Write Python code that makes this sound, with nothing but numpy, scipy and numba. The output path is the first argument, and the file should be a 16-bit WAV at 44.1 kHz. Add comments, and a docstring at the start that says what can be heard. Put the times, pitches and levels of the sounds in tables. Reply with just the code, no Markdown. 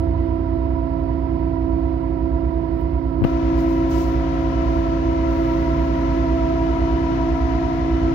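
"""On a ship's open deck two slow engines throb against each other over humming gears, pumps and
generators and roaring vents. At first a finger seals the left port of a slowly turning hand-held
phone, so that side is muffled. Near 2.7 s small ticks sound on the right. At 3.2 s the finger peels
off with a pop and the left opens up. The hand then rustles on the case in bursts, and the loud
tones swell and dip as the phone sweeps through their standing waves."""
import sys
import numpy as np
from scipy import signal
from scipy.fft import rfft, irfft
from scipy.io import wavfile
from scipy.ndimage import map_coordinates
from numba import njit

SR = 44100
rng = np.random.default_rng(int(sys.argv[2]) if len(sys.argv) > 2 else 0)


def digitize_waveform(pressure):
    """Quantize a signal to 16-bit integers and store it at the path in sys.argv[1].

    Rows of a 2-D input are taken as channels; values are limited to [-1, 1].
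    """
    field = np.atleast_2d(pressure).T
    bounded = np.clip(field, -1, 1)
    quanta = np.round(bounded * 32767).astype(np.int16)
    wavfile.write(sys.argv[1], SR, quanta)


N = 358974
T = np.arange(N) / SR
HZ = np.arange(1, N // 2 + 2) * SR / N

# bed of vent roar: (frequency [Hz], left [dB/Hz], right [dB/Hz])
ROAR_BED = [(25,-75,-72), (40,-66,-59), (59.6,-53,-50), (111,-57,-53), (208,-61,-60), (304,-64.5,-56),
            (456,-67.5,-66.5), (836,-73,-75.5), (1200,-73.5,-79.5), (2150,-73,-81), (3260,-80,-91.5),
            (4980,-85,-94), (6460,-88,-112), (7760,-105,-122)]
# humps around the gear tones: (centre [Hz], width [Hz], level over the bed [dB])
ROAR_HUMPS = [(337.3, 23, 9), (677, 22, 15.5), (997, 48, 15.5), (1327, 41, 13), (1730, 48, 0.5),
              (1968, 63, 4.5), (2983, 40, 2.5)]
# slow ride on the roar: (time [s], gain [dB])
ROAR_SWELL = [(0, 0), (2, -0.5), (3.3, -0.5), (4.5, 0), (6, 1), (7, 1), (8.14, 1)]
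# stereo image of the roar: (frequency [Hz], left-right likeness [-1..1])
ROAR_LIKENESS = [(60, 0.98), (240, 0.35), (950, 0.0075), (3770, -0.25), (15000, 0.23)]
# steady machinery hums: (pitch [Hz], left [dB], right [dB], left lead [rad])
HUMS = [(94, -46.1, -47.4, 0.6), (102.6, -49.1, -50.6, 0.2), (112.6, -45.1, -45.4, 0.7),
        (115.1, -48.1, -46.6, 0.1), (120.4, -42.3, -42.3, 0.2), (124, -47.1, -45.9, 0.4),
        (150.48, -35, -34, 0.5), (210.6, -44.3, -43.3, 0.9), (240.9, -48.7, -50.5, 0.7),
        (270.625, -27.4, -26.3, 0.3), (324.7, -47.4, -45.2, 0.4), (337.43, -42.6, -41.7, 0.6),
        (361.5, -39.9, -36.9, 1.7), (391.3, -49.7, -49.1, 1.1), (925.5, -45.6, -50.8, -2.1),
        (993.2, -44.8, -46.9, 2.5), (1001.8, -43.1, -46.9, -2.1), (1027.2, -48.6, -57.0, -2.8),
        (1052.8, -47.4, -54.9, -2.0), (1655.4, -55.9, -64.6, -1.1), (1797.4, -58.3, -68.1, -2.3),
        (2317.5, -61.4, -73.9, -0.1)]
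# gear sidebands, split off by the shaft rate: (pitch [Hz], left [dB], right [dB], left lead [rad])
GEAR_SIDEBANDS = [(952, -46, -51, 3.0), (980, -48, -53, 3.0)]
# faint pump and gear whines: (pitch [Hz], left [dB], right [dB])
FAINT_WHINES = [(423, -57.0, -57.0), (441, -55.0, -58.0), (571, -54.0, -59.0), (681, -51.0, -52.0),
                (875, -56.0, -61.0), (1090, -61.0, -65.0), (1176, -71.0, -66.0), (1437, -61.0, -73.0),
                (1688, -61.0, -71.0), (1873, -66.0, -69.0), (2070, -62.0, -71.0), (2958, -73.0, -79.0)]
# envelope of the low hum: (time [s], level [dB])
LOW_HUM = [(0, -28), (1.2, -34), (2.6, -41), (5, -43), (8.14, -42)]
# tones standing between the plating: (pitch [Hz], level [dB], bearing [deg],
# then for each of two echoes: level [dB], bearing [deg], extra path [m])
STANDING_TONES = [(331.07, -36.2, -159.0, -25.2, 168.0, 0.305, -33.5, -98.0, 0.454),
                  (541.3, -51.0, 105.0, -42.0, -166.0, 0.026, -43.4, -62.0, 0.53),
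                  (662.15, -31.3, -154.0, -34.4, 127.0, 0.257, -31.4, -131.0, 0.223),
                  (718.9, -44.0, -68.0, -38.2, 151.0, 0.196, -45.0, 85.0, 0.011),
                  (957.2, -48.7, 146.0, -43.5, -155.0, 0.33, -44.8, -103.0, 0.222),
                  (963.6, -46.0, 34.0, -46.1, 162.0, 0.12, -45.6, 100.0, 0.344),
                  (969.97, -43.2, -151.0, -48.5, 94.0, 0.258, -42.6, -54.0, 0.139),
                  (1324.3, -50.8, -15.0, -56.6, -70.0, 0.151, -48.8, 55.0, 0.049)]
# the phone's slow sweep: (time [s], heading [deg], along the deck [m], across the deck [m])
SWEEP = [(0.0, 0.0, 0.0, 0.0), (1.3, -5.0, 0.016, -0.002), (2.6, -11.0, 0.023, 0.001),
         (3.7, 23.0, -0.02, -0.045), (4.4, 24.0, -0.042, -0.045), (5.0, 1.0, 0.038, -0.009),
         (5.6, -45.0, 0.052, 0.048), (6.2, -31.0, 0.081, 0.064), (6.7, 14.0, 0.16, 0.101),
         (7.2, 30.0, 0.167, 0.145), (7.6, 33.0, 0.182, 0.187), (8.14, 63.0, 0.315, 0.269)]
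# main engines: (speed [cycles/s], starting crank position [cycles])
ENGINES = [(8.043, .161), (8.2655, .506)]
# exhaust beats, one list per engine: (harmonic [x speed], level [dB])
EXHAUST_BEATS = [
    [(6, -55), (7, -24.5), (8, -29.5), (9, -55.5)],
    [(7, -42.5), (8, -26.5), (9, -36), (10, -55)],
]
# rubs of the hand: (start [s], hold [s], left [dB], right [dB], fade [dB/s])
RUBS = [(2.7, .07, -99, -71, 249.5), (3.205, .004, -49, -95, 1500), (3.22, .015, -58, -96, 170),
        (3.545, .03, -52, -77, 190), (3.65, .02, -54.5, -80, 90), (3.87, .11, -48.5, -70, 90),
        (4.08, .02, -61, -82, 301), (4.34, .03, -63.5, -90, 70), (4.58, .24, -63.5, -90, 100.5),
        (5.25, .13, -58.5, -78, 11)]
# colour of rubbing skin: (frequency [Hz], relative level [dB])
RUB_COLOUR = [(5000, -30), (8000, -22), (10000, -8), (12000, -4), (14500, 0), (16000, -2)]
# colour of the resting grip: (frequency [Hz], relative level [dB])
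GRIP_COLOUR = [(6000, -20), (8000, -9), (10500, 0), (13000, -4), (16000, -8)]
# ticks by the right port: (time [s], level before filtering [dB])
TICKS = [(2.719, -44), (2.742, -40), (2.762, -38), (2.774, -41), (2.786, -39), (2.803, -38), (2.812, -27),
         (3.366, -48), (4.135, -48)]
# low-pass of the finger's seal: (time [s], corner [Hz])
SEAL_CORNER = [(0, 119), (2.9, 113.4), (3.2, 111), (3.236, 300), (3.25, 9000), (3.27, 20000)]
# skin slipping off the port: (time [s], pressure jump [dB], suction before it [dB])
SLIPS = [(3.2110, -6, -26), (3.2198, 0, -11), (3.2290, -3, -20), (3.2410, -1, -8), (3.2452, -12, -11),
         (3.2493, 2, 2.5)]
# crackle of peeling skin: (time [s], level before filtering [dB])
PEEL_CRACKLE = [(3.2, -60), (3.236, -40), (3.241, -12), (3.2465, -15), (3.249, -22), (3.253, -50),
                (3.29, -60)]
# microphone hiss: (frequency [Hz], left [dB/Hz], right [dB/Hz])
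SELF_NOISE = [(1000, -118, -120), (4000, -118, -122), (7500, -123, -123), (11000, -120, -113),
              (15500, -115, -113)]

RIPPLE_HZ, RIPPLE_DB = 16, 1.6   # spacing and depth of the fine random ripple in the roar's spectrum
LOW_HZ, LOW_LEFT_DB, LOW_LEAD_RAD = 90.3, -1.5, .55
BEATS_LEFT_DB, BEATS_LEAD_RAD = -3.5, .15
PORT_GAP_M, SOUND_M_PER_S = .15, 343
SCUFF_HZ, SCUFF_GROWTH = (3500, 6640), 1.8   # the scuff gains 1.8 dB per dB of rub
SCUFF_DB, FIRM_RUB_DB = -51.5, -52.5   # scuff and rub levels at a firm rub
GRIP_LEFT_DB, GRIP_RIGHT_DB = -66, -88
RUB_RISE_S, FINGER_OFF_S = .04, 3.26
CUTOFF_HZ = 15750


def amp(db):
    """dB to gain."""
    return 10 ** (np.asarray(db) / 20)


def columns(rows, at, warp=lambda v: v):
    """Breakpoint curves: every column after the first, joined by straight lines."""
    first, *rest = np.transpose(rows)
    return np.array([np.interp(warp(at), warp(first), c) for c in rest])


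def drift(rate):
    """Smooth random modulation with a spread of about 1."""
    knots = rng.standard_normal(int(N / SR * rate) + 4)
    return map_coordinates(knots, [T * rate + 1], order=3)


def filtered(x, order, hz, kind):
    """Butterworth filter."""
    return signal.sosfilt(signal.butter(order, hz, kind, fs=SR, output="sos"), x)


def noise(db_per_hz, alike, right_lag_s=0):
    """Coloured stereo noise; the likeness of the two sides sets its width."""
    mid, side = rfft(rng.standard_normal((2, N)))
    pair = np.sqrt(1 + alike) * mid + np.sqrt(1 - alike) * side * [[1], [-1]]
    pair = pair * [np.ones(len(HZ)), np.exp(-2j * np.pi * HZ * right_lag_s)]
    return irfft(pair * amp(db_per_hz) * np.sqrt(SR) / 2, N)


def tone(hz, left_db, right_db, lead, start, waver_db):
    """A stereo sine wavering around the given rms levels."""
    phase = 2 * np.pi * hz * T + start
    waver = np.sqrt(2) * amp(waver_db * drift(rate=2.948))
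    return waver * np.array([amp(left_db) * np.cos(phase + lead), amp(right_db) * np.cos(phase)])


def any_phase():
    """A random angle in radians."""
    return rng.uniform(0, 2 * np.pi)


def vent_roar():
    """Vent roar with noisy humps around the gear tones and a fine random ripple."""
    humps = 1 + sum(amp(2 * db) / (1 + (2 * (HZ - hz) / width) ** 2) for hz, width, db in ROAR_HUMPS)
    rolloff_db = 30 * np.log2(np.maximum(HZ / 7700, 1))
    knots = rng.standard_normal(int(SR / RIPPLE_HZ))
    ripple = map_coordinates(knots, [HZ / RIPPLE_HZ], order=3) * np.clip(4000 / HZ, 0, 1) ** 2
    level_db = columns(ROAR_BED, HZ, np.log) + 10 * np.log10(humps) - rolloff_db + RIPPLE_DB * ripple
    alike = columns(ROAR_LIKENESS, HZ, np.log)[0]
    bed = noise(level_db, alike, right_lag_s=.00017)
    return bed * amp(columns(ROAR_SWELL, T) + .4 * drift(rate=6.0))


def twin_machine(hz_off, db, in_step_s):
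    """A second machine runs a little off speed: a turning phasor that beats against the first."""
    return amp(db) * np.exp(2j * np.pi * hz_off * (T - in_step_s))


def standing_tone(row, twin=0):
    """Three arrivals of one tone add or cancel at each port as the phone moves."""
    hz, db, bearing, *echoes = row
    heading, along, across = columns(SWEEP, T)
    ports = along + 1j * across + PORT_GAP_M / 2 * np.exp(1j * np.radians(heading)) * [[-1], [1]]
    nearer_m = lambda degrees: (ports * np.exp(-1j * np.radians(degrees))).real
    wave = lambda path_m: np.exp(-2j * np.pi * hz * path_m / SOUND_M_PER_S)
    field = (amp(db) + twin) * wave(-nearer_m(bearing))
    for db, bearing, extra_m in np.reshape(echoes, (2, 3)):
        field = field + amp(db) * wave(extra_m - nearer_m(bearing))
    left_db, right_db = 20 * np.log10(abs(field))
    return tone(hz, left_db, right_db, np.angle(field[0] / field[1]), any_phase(), waver_db=1.15)


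def machinery():
    """Gears, pumps and generators drone; twins beat against the low hum and the lowest standing tone."""
    hums = sum(tone(*row, any_phase(), waver_db=1.1) for row in HUMS + GEAR_SIDEBANDS)
    whines = sum(tone(*row, any_phase(), any_phase(), waver_db=4.5) for row in FAINT_WHINES)
    low = amp(columns(LOW_HUM, T)[0]) + twin_machine(hz_off=.62, db=-43, in_step_s=.2)
    low_db = 20 * np.log10(abs(low))
    low_hum = tone(LOW_HZ, low_db + LOW_LEFT_DB, low_db, LOW_LEAD_RAD, np.angle(low), waver_db=1.55)
    lowest, *higher = STANDING_TONES
    beating = standing_tone(lowest, twin_machine(hz_off=-.614, db=-38.5, in_step_s=-.17))
    return hums + whines + low_hum + beating + sum(standing_tone(row) for row in higher)


def engines():
    """Exhaust beats locked to each crank; the two speeds differ, so the throb waxes and wanes."""
    return sum(tone(k * rate, db + BEATS_LEFT_DB, db, BEATS_LEAD_RAD, 2 * np.pi * k * crank, waver_db=.5)
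               for (rate, crank), beats in zip(ENGINES, EXHAUST_BEATS) for k, db in beats)


def rub_envelopes():
    """Level in dB at each port: every rub rises, holds and fades."""
    power = 1e-12
    for start, hold_s, left_db, right_db, fade in RUBS:
        attack = np.clip((T - start) / RUB_RISE_S, 0, 1) ** 2
        release = amp(-fade * np.maximum(T - start - RUB_RISE_S - hold_s, 0))
        power = power + (amp([[left_db], [right_db]]) * attack * release) ** 2
    return 10 * np.log10(power)


def ticks():
    """Tiny clicks with only their top end left."""
    clicks = np.zeros(N)
    for time, db in TICKS:
        clicks[round(time * SR)] = amp(db)
    return filtered(clicks, 4, 10500, "high")


def hand_rustle():
    """Skin on the case: bright grainy rubs, a duller scuff, the grip's faint hiss and a few ticks."""
    left_db, right_db = rub_envelopes()
    rub = noise(columns(RUB_COLOUR, HZ, np.log), alike=0)
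    rub = rub / rub.std() * amp(.8 * drift(rate=60.0))
    scuff = filtered(rng.standard_normal(N), 2, SCUFF_HZ, "band")
    scuff = scuff / scuff.std() * amp(SCUFF_DB + SCUFF_GROWTH * (left_db - FIRM_RUB_DB))
    grip = noise(columns(GRIP_COLOUR, HZ, np.log), alike=0)
    grip = grip / grip.std() * amp([[GRIP_LEFT_DB], [GRIP_RIGHT_DB]])
    left = rub[0] * amp(left_db) + (scuff + grip[0]) * (T > FINGER_OFF_S)
    right = rub[1] * amp(right_db) + grip[1] + ticks()
    return np.array([left, right])


@njit
def swept_lowpass(x, share):
    """One-pole low-pass with a moving corner."""
    out, held = np.empty_like(x), 0.0
    for i in range(len(x)):
        held += share[i] * (x[i] - held)
        out[i] = held
    return out


def finger_seal(sound):
    """The sealed port lets the lows through, then snaps open as the finger lifts."""
    times, corners = np.transpose(SEAL_CORNER)
    corner_hz = np.exp(np.interp(T, times, np.log(corners)))
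    return swept_lowpass(sound, 1 - np.exp(-2 * np.pi * corner_hz / SR))


def finger_pop():
    """The skin crackles off; each slip sucks the membrane out, and it springs back and swings once."""
    thumps = np.zeros(N)
    for time, jump_db, suction_db in SLIPS:
        before, after = np.minimum(T - time, 0), np.maximum(T - time, 0)
        spring = np.exp(-after / .001)
        swing = np.exp(-after / .006) * np.cos(2 * np.pi * 80 * after)
        thumps -= amp(suction_db) * np.exp(before / .0005) * spring
        thumps += amp(jump_db) * (1 - spring) * swing
    peeling = (T > 3.2) & (T < 3.29)
    crackle = amp(columns(PEEL_CRACKLE, T)[0]) * peeling * rng.standard_normal(N)
    return filtered(thumps + crackle, 3, (35, 2100), "band")


def scene():
    """The ship, its left side heard through the finger's seal, with the pop and rustle on top."""
    left, right = engines() + machinery() + vent_roar()
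    left = finger_seal(left) + finger_pop()
    return np.array([left, right]) + hand_rustle()


def record(dry):
    """The microphones add their hiss, and a steep low-pass trims the top."""
    hiss = noise(columns(SELF_NOISE, HZ, np.log), alike=0)
    return signal.sosfilt(signal.ellip(14, .5, 70, CUTOFF_HZ, fs=SR, output="sos"), dry + hiss)


dry = scene()
out = record(dry)
digitize_waveform(out)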